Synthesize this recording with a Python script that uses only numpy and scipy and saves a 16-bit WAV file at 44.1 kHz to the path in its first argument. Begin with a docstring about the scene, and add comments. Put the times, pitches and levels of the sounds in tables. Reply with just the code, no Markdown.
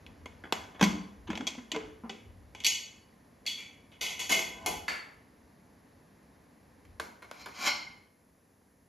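"""The aluminium lid of a pressure cooker clicks and thumps as it is twisted loose in a tiled kitchen.
It is lifted off, carried away and set down with a clatter. A steel spoon is then picked up with a clink,
knocks in the pot and scrapes up its wall. A blow is one impact plus chatter that rings the metal and the room,
a scrape is a dense run of tiny impacts, and a thump is a fading tone of the air under the lid.
Steady kitchen noise, soft low bumps and a thin hiss lie underneath."""
import sys
import numpy as np
from scipy import signal
from scipy.fft import rfft, irfft
from scipy.io import wavfile

SR = 44100
rng = np.random.default_rng(int(sys.argv[2]) if len(sys.argv) > 2 else 0)


def unload_audio(sound):
    """Save the sound as a 16-bit wav file, at the path given as the first command line argument."""
    columns = np.transpose(np.atleast_2d(sound))
    # keep every value between -1 and 1, then stretch to whole-number steps
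    steps = np.round(np.clip(columns, -1, 1) * 32767)
    wavfile.write(sys.argv[1], SR, steps.astype(np.int16))


N = 391695
TIME = np.arange(N) / SR  # seconds into the scene
AGE = np.arange(int(.8 * SR)) / SR  # seconds since one sound began
ATTACK = int(.02 * SR)  # samples at the start of a blow over which its level is set

# edges of the five tone bands, thud, knock, clang, ting and sparkle: [edge_hz]
BAND_EDGES_HZ = (150, 500, 1900, 3700, 7800, 15000)

# In the four blow tables level_db is the clang, and knock_db is the knock relative to it.
# the lugs catch as the lid is twisted loose: [start_s, level_db, knock_db, chatter_s]
LID_CLICKS = [(0.064, -54, -9, 0.0024), (0.258, -49, 1, 0.0021), (0.438, -57, 10.5, 0.024),
              (0.524, -33, 2.5, 0.00069), (0.747, -61, 6.5, 0.048), (0.795, -49.5, 3, .012),
              (0.811, -34, 6, 0.0049), (0.826, -30.5, 1.5, 0.0081), (0.8385, -30.5, -29, 0.0059),
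              (1.272, -53.5, 2, 0.041), (1.302, -45, 4.5, 0.011), (1.33, -52, 7, .008),
              (1.354, -44, -6, 0.0057), (1.375, -43, -3, 0.0015), (1.408, -48.5, 4, 0.0045),
              (1.469, -32.5, -13, 0.013), (1.551, -58.5, 4, 0.0023), (1.583, -63, 9.5, 0.0061),
              (1.717, -36, -11.5, 0.0045), (1.745, -47.5, 7.5, 0.0066), (1.762, -43.5, 3.5, 0.0014),
              (2.036, -76.5, 26, 0.039), (2.095, -43, -4, 0.0086)]
# the loose lid clanks as it is put down: [start_s, level_db, knock_db, chatter_s]
LID_CLANKS = [(2.549, -50.5, -3, 0.0017), (2.603, -47.5, -15.5, .005), (2.638, -45, -22.5, 0.0031),
              (2.646, -29.5, -24, 0.013), (2.665, -28, -21.5, 0.0059), (3.455, -56.5, -2, .012),
              (3.464, -40, -27, .0015), (3.474, -40, -26, .002), (3.58, -49.5, -14.5, 0.03),
              (3.918, -60.5, -6, 0.015), (4.01, -36.5, -11.5, 0.064), (4.095, -45.5, -11.5, 0.029),
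              (4.192, -38, -12, 0.038), (4.294, -34, -2, 0.034), (4.313, -31.5, -13.5, 0.016),
              (4.392, -38.5, -11, 0.0023), (4.661, -35, -2.5, 0.0018)]
# the spoon clinks as it is picked up: [start_s, level_db, knock_db, chatter_s]
SPOON_CLINKS = [(4.881, -36, 3, 0.00096)]
# knocks against the food-damped pot: [start_s, level_db, knock_db, chatter_s]
POT_KNOCKS = [(6.852, -68.5, -0.5, 0.0011), (6.998, -48, 12, 0.0022), (7.222, -59.5, 8.5, 0.02),
              (7.313, -55, 9.5, 0.0012), (7.459, -54, 10, 0.019)]

# colour of each kind of blow: [thud_relative_to_knock_db, ting_relative_to_clang_db]
CLICK_COLOUR = (-4.3, -7.5)
CLANK_COLOUR = (-4.5, -4.5)
SPOON_COLOUR = (-19.5, -10.5)
POT_COLOUR = (-11, 3.45)
# sparkle relative to the ting: fades as the lid is twisted, brighter once it is loose: [time_s, level_db]
SPARKLE = [(.5, -10), (2.1, -21), (2.65, -10), (3.46, -8), (4.3, -5), (4.66, -0.5), (4.88, -7.5), (7, -2)]
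# a blow above the medium level gains ting, one below it loses ting
MEDIUM_BLOW_DB, TING_PER_DB = -43.5, 0.418

# hollow thumps of the lid on its seal: [start_s, pitch_hz, peak_db, fade_by_60_db_s]
THUMPS = [(.811, 293.6, -22, 0.15), (.825, 197, -15, 0.1), (1.29, 320, -31.5, 0.12),
          (1.301, 213, -27.5, 0.049), (1.401, 263, -30.5, 0.085), (1.579, 245, -36, 0.1),
          (1.735, 306, -32.5, 0.13), (1.761, 437, -32, 0.19), (2.036, 232, -37, 0.23),
          (2.095, 398.7, -44.5, 0.087)]
THUMP_SWELL_S = 0.0024

# the lid drags over its resting place: [peak_time_s, peak_db, rise_by_20_db_s]
LID_DRAGS = [(4.36, -48, 0.069), (4.65, -51, 0.39)]
# the spoon digs in, then runs up the wall: [peak_time_s, peak_db, rise_by_20_db_s]
SPOON_SCRAPES = [(7.42, -44, 0.11), (7.675, -21, 0.093)]
DRAG_FALL_S, SCRAPE_FALL_S = 0.065, 0.043  # time to fall by 20 dB
# colour of each slide: [thud_db, knock_db, clang_db, ting_db]
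DRAG_COLOUR = (-1.5, 2.5, -10, -14)
SCRAPE_COLOUR = (-22.5, -7.5, -7.5, -7.5)

# blows that land where one mode sings out: [start_s, pitch_hz, width_hz, peak_db, fade_by_60_db_s]
SINGING = [(.826, 1026, 61, -26.5, 0.097), (.826, 4520, 30, -48.5, 0.39), (2.665, 4470, 30, -39, 0.47),
           (2.665, 6694, 70.1, -27.5, 0.11), (2.665, 2960, 90.5, -28, 0.26),
           (3.464, 4460, 300, -25.5, 0.067), (3.474, 3366, 71, -25.5, 0.18), (3.58, 2300, 150, -43, 0.55),
           (4.01, 6060, 110, -37.5, 0.88), (4.325, 2160, 92, -18.5, 0.093), (4.325, 667, 40, -33.5, 0.14),
           (4.661, 817, 70, -26.5, 0.13), (4.881, 4530, 119, -36, 0.3), (7.678, 2123, 50, -32, 0.47),
           (7.678, 907, 30, -45.5, 0.22)]

# pitches at which each metal body rings: [pitch_hz, level_db]
LID_MODES = [(659, -6), (780, -4), (870, -4), (1006, -1), (1508, -7), (2113, -5), (2180, -6), (2256, -6),
             (2498, -7), (2579, -3), (2934, -2), (2972, -3), (3330, -3), (3370, -3), (3416, -7), (3962, -8),
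             (4433, -8), (4505, -1), (5195, -5), (5984, 0), (6075, -8), (6422, -8), (6589, -3), (6637, -2),
             (6909, -7), (7313, -4), (7666, -7), (7948, -5), (9189, -4), (11313, -3), (12217, -3),
             (12874, -6)]
SPOON_MODES = [(1340, -4), (1723, 0), (1760, 0), (2047, -3), (2221, -2), (2326, -4), (2713, -5), (4409, -3),
               (4506, 0), (4613, -1), (7704, -5), (7940, -4)]
POT_MODES = [(260, -10), (530, -16), (724, -8), (945, -2), (1200, -14), (1507, -3), (2091, -11), (2134, -5),
             (2172, -9), (2272, -5), (2705, -11), (2945, -10), (3200, -11), (3720, -12), (4145, -3),
             (4196, -6), (4430, -5), (4910, -7), (5408, -14), (5467, -12)]

# the lid is carried away from the pot: [time_s, distance_m]
LID_DISTANCE = [(1.7, 0.17), (2.65, 0.37), (3.45, 0.61), (4.66, 0.69)]
ECHO_RADIUS_M = 0.63  # distance at which the lid's share of echo is 0 dB
# further shares of the echo: the metal's direct ring, and what it radiates in other directions
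RING_ECHO_DB, SCATTER_DB = -6, 2

# colour of the steady kitchen noise: [pitch_hz, level_per_hz_db]
KITCHEN_COLOUR = [(53, -27.5), (90, -3), (135, -2.5), (262, 1.5), (366, -8.5), (448, -6), (751, -12),
                  (1050, -12.5), (1330, -19), (1850, -15.5), (3110, -28), (4670, -26.5), (7400, -33.5),
                  (9620, -56), (16300, -120)]
# the kitchen noise eases slowly at first, then drops near the end: [time_s, level_db]
KITCHEN_EASING = [(.1, 7), (2.4, 3.5), (7.95, 3.5), (8.1, -2), (8.88, -2.5)]
KITCHEN_DB, RUMBLE_DB = -64.5, -72.5  # both before the easing is added
# soft low bumps as hands and pot shift: [peak_time_s, peak_db, rise_by_20_db_s]
BUMPS = [(.1, -57, 0.22), (.27, -52.5, 0.17), (.6, -55, .2), (.85, -44, 0.062), (1.28, -49.5, 0.21),
         (1.6, -63, .1), (1.86, -53.5, 0.11), (2.31, -49.5, 0.13), (2.44, -53.5, .1), (3.43, -67.5, 0.089),
         (4.76, -54.5, 1), (6.92, -55, .2)]
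BUMP_FALL_S = .3  # time to fall by 20 dB
HISS_DB, FIZZ_DB = -75, -82

# phase between the two microphone ports: [pitch_hz, left_lead_radians]
PORT_PHASE = [(0, 0), (6200, 0), (7400, -1.5), (8100, -3.05), (8800, -3.2), (9300, -4.1), (10600, -6.28),
              (12200, -6.28), (13900, -9.2), (16000, -9.4)]
TOP_HZ = 15800  # the treble is cut above this


def opening_lid(echo):
    """Lugs click against the lid while it shifts on its seal and thumps the air beneath."""
    glow = radiance(LID_MODES, width_hz=70, valley_db=-4)
    return blows(LID_CLICKS, CLICK_COLOUR, lid_metal(), glow, echo, ring_db=-15.5) + thumps(echo)


def putting_down_lid(echo):
    """The loose lid clanks and drags, ringing at its own pitches."""
    lid = lid_metal()
    glow = radiance(LID_MODES, width_hz=38, valley_db=-15)
    clanks = blows(LID_CLANKS, CLANK_COLOUR, lid, glow, echo, ring_db=-13.5)
    pressure = strokes(LID_DRAGS, DRAG_FALL_S)
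    return clanks + slide(pressure, DRAG_COLOUR, lid, echo, ring_db=-1.5, room_db=-3.5, rate=740)


def lid_metal():
    """The thin lid rings long, with narrow clusters around its pitches."""
    return metal(LID_MODES, t60=0.46, line_hz=6.9, wash_hz=104, wash_db=-2, wash_s=0.0056)


def spoon_pickup(echo):
    """A blow rings the steel spoon."""
    spoon = metal(SPOON_MODES, t60=0.38, line_hz=61.7, wash_hz=706, wash_db=1, wash_s=0.009)
    glow = radiance(SPOON_MODES, width_hz=160, valley_db=-9.5)
    return blows(SPOON_CLINKS, SPOON_COLOUR, spoon, glow, echo, ring_db=-1, room_db=3)


def spoon_in_pot(echo):
    """The spoon knocks in the pot, then many tiny catches along its wall make the scrape."""
    pot = metal(POT_MODES, t60=.42, line_hz=50, wash_hz=345, wash_db=-3.5, wash_s=0.0057)
    scraped_pot = metal(POT_MODES, t60=0.47, line_hz=90, wash_hz=300, wash_db=-1, wash_s=0.0085)
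    glow = radiance(POT_MODES, width_hz=120, valley_db=-9)
    knocks = blows(POT_KNOCKS, POT_COLOUR, pot, glow, echo, ring_db=-21.5, room_db=-7.5)
    pressure = strokes(SPOON_SCRAPES, SCRAPE_FALL_S)
    return knocks + slide(pressure, SCRAPE_COLOUR, scraped_pot, echo, ring_db=-5, room_db=-7.5,
                          rate=2900, sparkle_db=-10.5)


def blows(hits, colour_db, body, glow, echo, ring_db, room_db=None, chatter_db=-3, chatter_rate=1100):
    """One impact and dying chatter ring metal and room; without room_db the echo follows the lid's distance."""
    out = np.zeros((2, N))
    thud_db, ting_db = colour_db
    for start_s, level_db, knock_db, chatter_s in hits:
        dying = np.exp(-AGE / max(chatter_s, 1e-4))
        force = amp(chatter_db) * contacts(len(AGE), chatter_rate) * dying
        force[0] = 1  # the main impact
        direct = convolve(force, body(ring_db)[None])

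        # sound thrown in other directions builds up in the room as the chatter dies
        wet_db = lid_room_db(start_s) if room_db is None else room_db
        scatter = irfft(rfft(kitchen_echo()) * glow, len(AGE))
        fade_out = np.minimum(1, 2 - 2 * AGE / AGE[-1]) ** 2
        scatter = scatter * np.sqrt(1 - dying ** 2) * fade_out
        scatter = unit(scatter) * np.sqrt(2 * np.sum(direct ** 2))
        sound = convolve(direct, space(echo, wet_db + RING_ECHO_DB))
        sound = sound + amp(wet_db + SCATTER_DB) * scatter

        extra_ting_db = TING_PER_DB * (level_db - MEDIUM_BLOW_DB)
        levels = level_db + np.array([knock_db + thud_db, knock_db, 0, ting_db + extra_ting_db])
        sparkle_db = np.interp(start_s, *np.transpose(SPARKLE))
        add(out, start_s, voice(sound, levels, ATTACK, sparkle_db))
    return out


def thumps(echo, room_db=-7):
    """The lid shifts on its rubber seal and the enclosed air booms as a fading tone."""
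    out = np.zeros((2, N))
    for start_s, pitch_hz, peak_db, t60 in THUMPS:
        shape = (1 - np.exp(-AGE / THUMP_SWELL_S)) * fade(t60)
        boom = amp(peak_db) * shape / shape.max() * np.sin(2 * np.pi * pitch_hz * AGE)
        add(out, start_s, convolve(boom, space(echo, room_db)))
    return out


def slide(pressure, colour_db, body, echo, ring_db, room_db, rate, sparkle_db=-16):
    """Metal dragged over a surface: dense catches, as strong as the pressure."""
    response = convolve(body(ring_db), space(echo, room_db))
    response = voice(response, colour_db, len(AGE), sparkle_db) / np.sqrt(len(AGE))
    return convolve(level(contacts(N, rate), 0) * pressure, response)


def singing(echo, room_db=-2):
    """A close cluster of pitches beats as it dies away."""
    out = np.zeros((2, N))
    for start_s, pitch_hz, width_hz, peak_db, t60 in SINGING:
        noise = rng.standard_normal(len(AGE))
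        cluster = irfft(rfft(noise) * resonances([(pitch_hz, 0)], width_hz), len(AGE))
        ring = convolve(cluster * fade(t60), space(echo, room_db))
        add(out, start_s, amp(peak_db) * ring / np.abs(ring).max())
    return out


def metal(modes, t60, line_hz, wash_hz, wash_db, wash_s, crack_s=0.00079):
    """Thin metal struck at a new spot on each call: a crack, a brief wash around the modes, a beating ring."""
    lines, humps = resonances(modes, line_hz), resonances(modes, wash_hz)

    def response(ring_db):
        """Noise shaped by the metal's pitches stands for the many ways it shakes."""
        crack, wash, ring = rng.standard_normal((3, len(AGE)))
        crack = crack * np.exp(-AGE / crack_s)
        wash = irfft(rfft(wash) * humps, len(AGE)) * np.exp(-AGE / wash_s)
        ring = irfft(rfft(ring) * lines, len(AGE)) * fade(t60)
        return unit(crack) + amp(wash_db) * unit(wash) + amp(ring_db) * unit(ring)
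    return response


def resonances(modes, width_hz):
    """Gain over frequency of a set of modes, each a cluster so many Hz wide."""
    hz, db = np.transpose(modes)[:, :, None]
    freq = np.arange(len(AGE) // 2 + 1) * SR / len(AGE)
    peaks = amp(db) ** 2 / (1 + (2 * (freq - hz) / width_hz) ** 2) ** 1.5
    return np.sqrt(np.sum(peaks, axis=0))


def radiance(modes, width_hz, valley_db):
    """Colour that a metal body throws into the room: peaks at its modes over an even valley."""
    return np.hypot(resonances(modes, width_hz), amp(valley_db))


def contacts(size, rate):
    """Tiny random impacts, so many a second on average."""
    return (rng.random(size) < rate / SR) * rng.standard_normal(size)


def strokes(rows, fall_s):
    """Gain over time of strokes that each swell to a peak and die away."""
    power = 0
    for peak_s, peak_db, rise_s in rows:
        steps_from_peak = np.maximum((peak_s - TIME) / rise_s, (TIME - peak_s) / fall_s)
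        power = power + amp(peak_db - 20 * steps_from_peak) ** 2
    return np.sqrt(power)


def voice(sound, colour_db, size, sparkle_db):
    """Set the thud, knock, clang and ting over the first samples; the sparkle follows the ting."""
    levels = [*colour_db, colour_db[-1] + sparkle_db]
    out = 0
    for lo, hi, db in zip(BAND_EDGES_HZ, BAND_EDGES_HZ[1:], levels):
        part = band(sound, lo, hi)
        out = out + part * amp(db) / np.sqrt(np.mean(part[:, :size] ** 2))
    return out


def kitchen_echo(t60_low=0.64, t60_high=0.42, build_s=0.0015, side_db=-2.0, wide_db=-13):
    """Diffuse echo of tiled walls: the treble dies first, and the middle register is the widest."""
    t60s = np.geomspace(t60_low, t60_high, len(BAND_EDGES_HZ) - 1)
    noise = rng.standard_normal((2, len(AGE)))
    tail = 0
    for lo, hi, t60 in zip(BAND_EDGES_HZ, BAND_EDGES_HZ[1:], t60s):
        tail = tail + band(noise, lo, hi) * amp(-60 * AGE / t60)
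    mid, side = tail * (1 - np.exp(-AGE / build_s))
    side = amp(side_db) * band(side, 410, 2100, order=3) + amp(wide_db) * side
    return np.array([mid + side, mid - side]) / np.sqrt(np.sum(mid ** 2))


def space(echo, room_db):
    """Direct sound plus its share of echo."""
    response = amp(room_db) * echo
    response[:, 0] += 1
    return response


def lid_room_db(s):
    """The farther the lid, the larger its share of echo."""
    return 20 * np.log10(np.interp(s, *np.transpose(LID_DISTANCE)) / ECHO_RADIUS_M)


def background(side_db=-5, rumble_side_db=-15):
    """Shaped random noise: a steady kitchen, a soft handling rumble and a thin hiss with a fizzy top."""
    hz, db = np.transpose(KITCHEN_COLOUR)
    freq = np.arange(N // 2 + 1) * SR / N
    colour = amp(np.interp(np.log(freq + 1), np.log(hz), db))
    easing = curve(KITCHEN_EASING)
    mid, side = level(irfft(rfft(rng.standard_normal((2, N))) * colour, N), KITCHEN_DB)
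    side = amp(side_db) * band(side, 380, 2100, order=2)
    kitchen = np.array([mid + side, mid - side]) * easing

    handling = np.hypot(strokes(BUMPS, BUMP_FALL_S), amp(RUMBLE_DB) * easing)
    low_noise = band(rng.standard_normal((2, N)), 50, 100, order=3)
    rumble, rumble_side = level(low_noise, 0) * handling
    rumble = rumble + amp(rumble_side_db) * np.array([rumble_side, -rumble_side])

    hiss = level(band(rng.standard_normal(N), 6000, 16000, order=2), HISS_DB)
    fizz = level(band(rng.standard_normal(N), 10400, 11200, order=2), FIZZ_DB)
    return kitchen + rumble + hiss + fizz


def amp(db):
    """Decibels to gain."""
    return 10 ** (np.asarray(db) / 20)


def unit(x):
    """Scale to an energy of one."""
    return x / np.sqrt(np.sum(x ** 2))


def level(x, db):
    """Scale to an rms (average) level."""
    return x * amp(db) / np.sqrt(np.mean(x ** 2))


def fade(t60):
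    """Steady dying away, by 60 dB in t60 seconds."""
    return np.exp(-np.log(1000) * AGE / t60)


def curve(rows):
    """Gain over time from rows of time_s, level_db."""
    return amp(np.interp(TIME, *np.transpose(rows)))


def band(x, lo_hz, hi_hz, order=5):
    """Keep only the pitches between two edges."""
    edges = [lo_hz, min(hi_hz, .45 * SR)]
    return signal.sosfilt(signal.butter(order, edges, "band", fs=SR, output="sos"), x + 1e-18)


def convolve(x, response):
    """Pass x through a one- or two-channel response, keeping its length."""
    return signal.fftconvolve(np.atleast_2d(x), response, axes=1)[:, :x.shape[-1]]


def add(out, s, sound):
    """Mix a sound in at time s."""
    start = int(s * SR)
    out[:, start:start + sound.shape[1]] += sound[:, :N - start]


def scene():
    """Lid, spoon and pot in one kitchen."""
    echo = kitchen_echo()
    lid = opening_lid(echo) + putting_down_lid(echo)
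    spoon = spoon_pickup(echo) + spoon_in_pot(echo)
    return lid + spoon + singing(echo) + background()


def record(dry, left_db=0.12, dull_hz=13000):
    """The two microphone ports drift apart in phase in the treble; the top is rounded and cut."""
    freq = np.arange(N // 2 + 1) * SR / N
    sides = np.array([[1], [-1]])  # left, right
    phase = np.interp(freq, *np.transpose(PORT_PHASE))
    ports = amp(left_db * sides) * np.exp(.5j * sides * phase)
    rounding = 1 / np.sqrt(1 + (freq / dull_hz) ** 10)
    rounded = irfft(rfft(dry) * ports * rounding, N)
    return signal.sosfilt(signal.ellip(8, .2, 70, TOP_HZ, fs=SR, output="sos"), rounded)


dry = scene()
out = record(dry)
unload_audio(out)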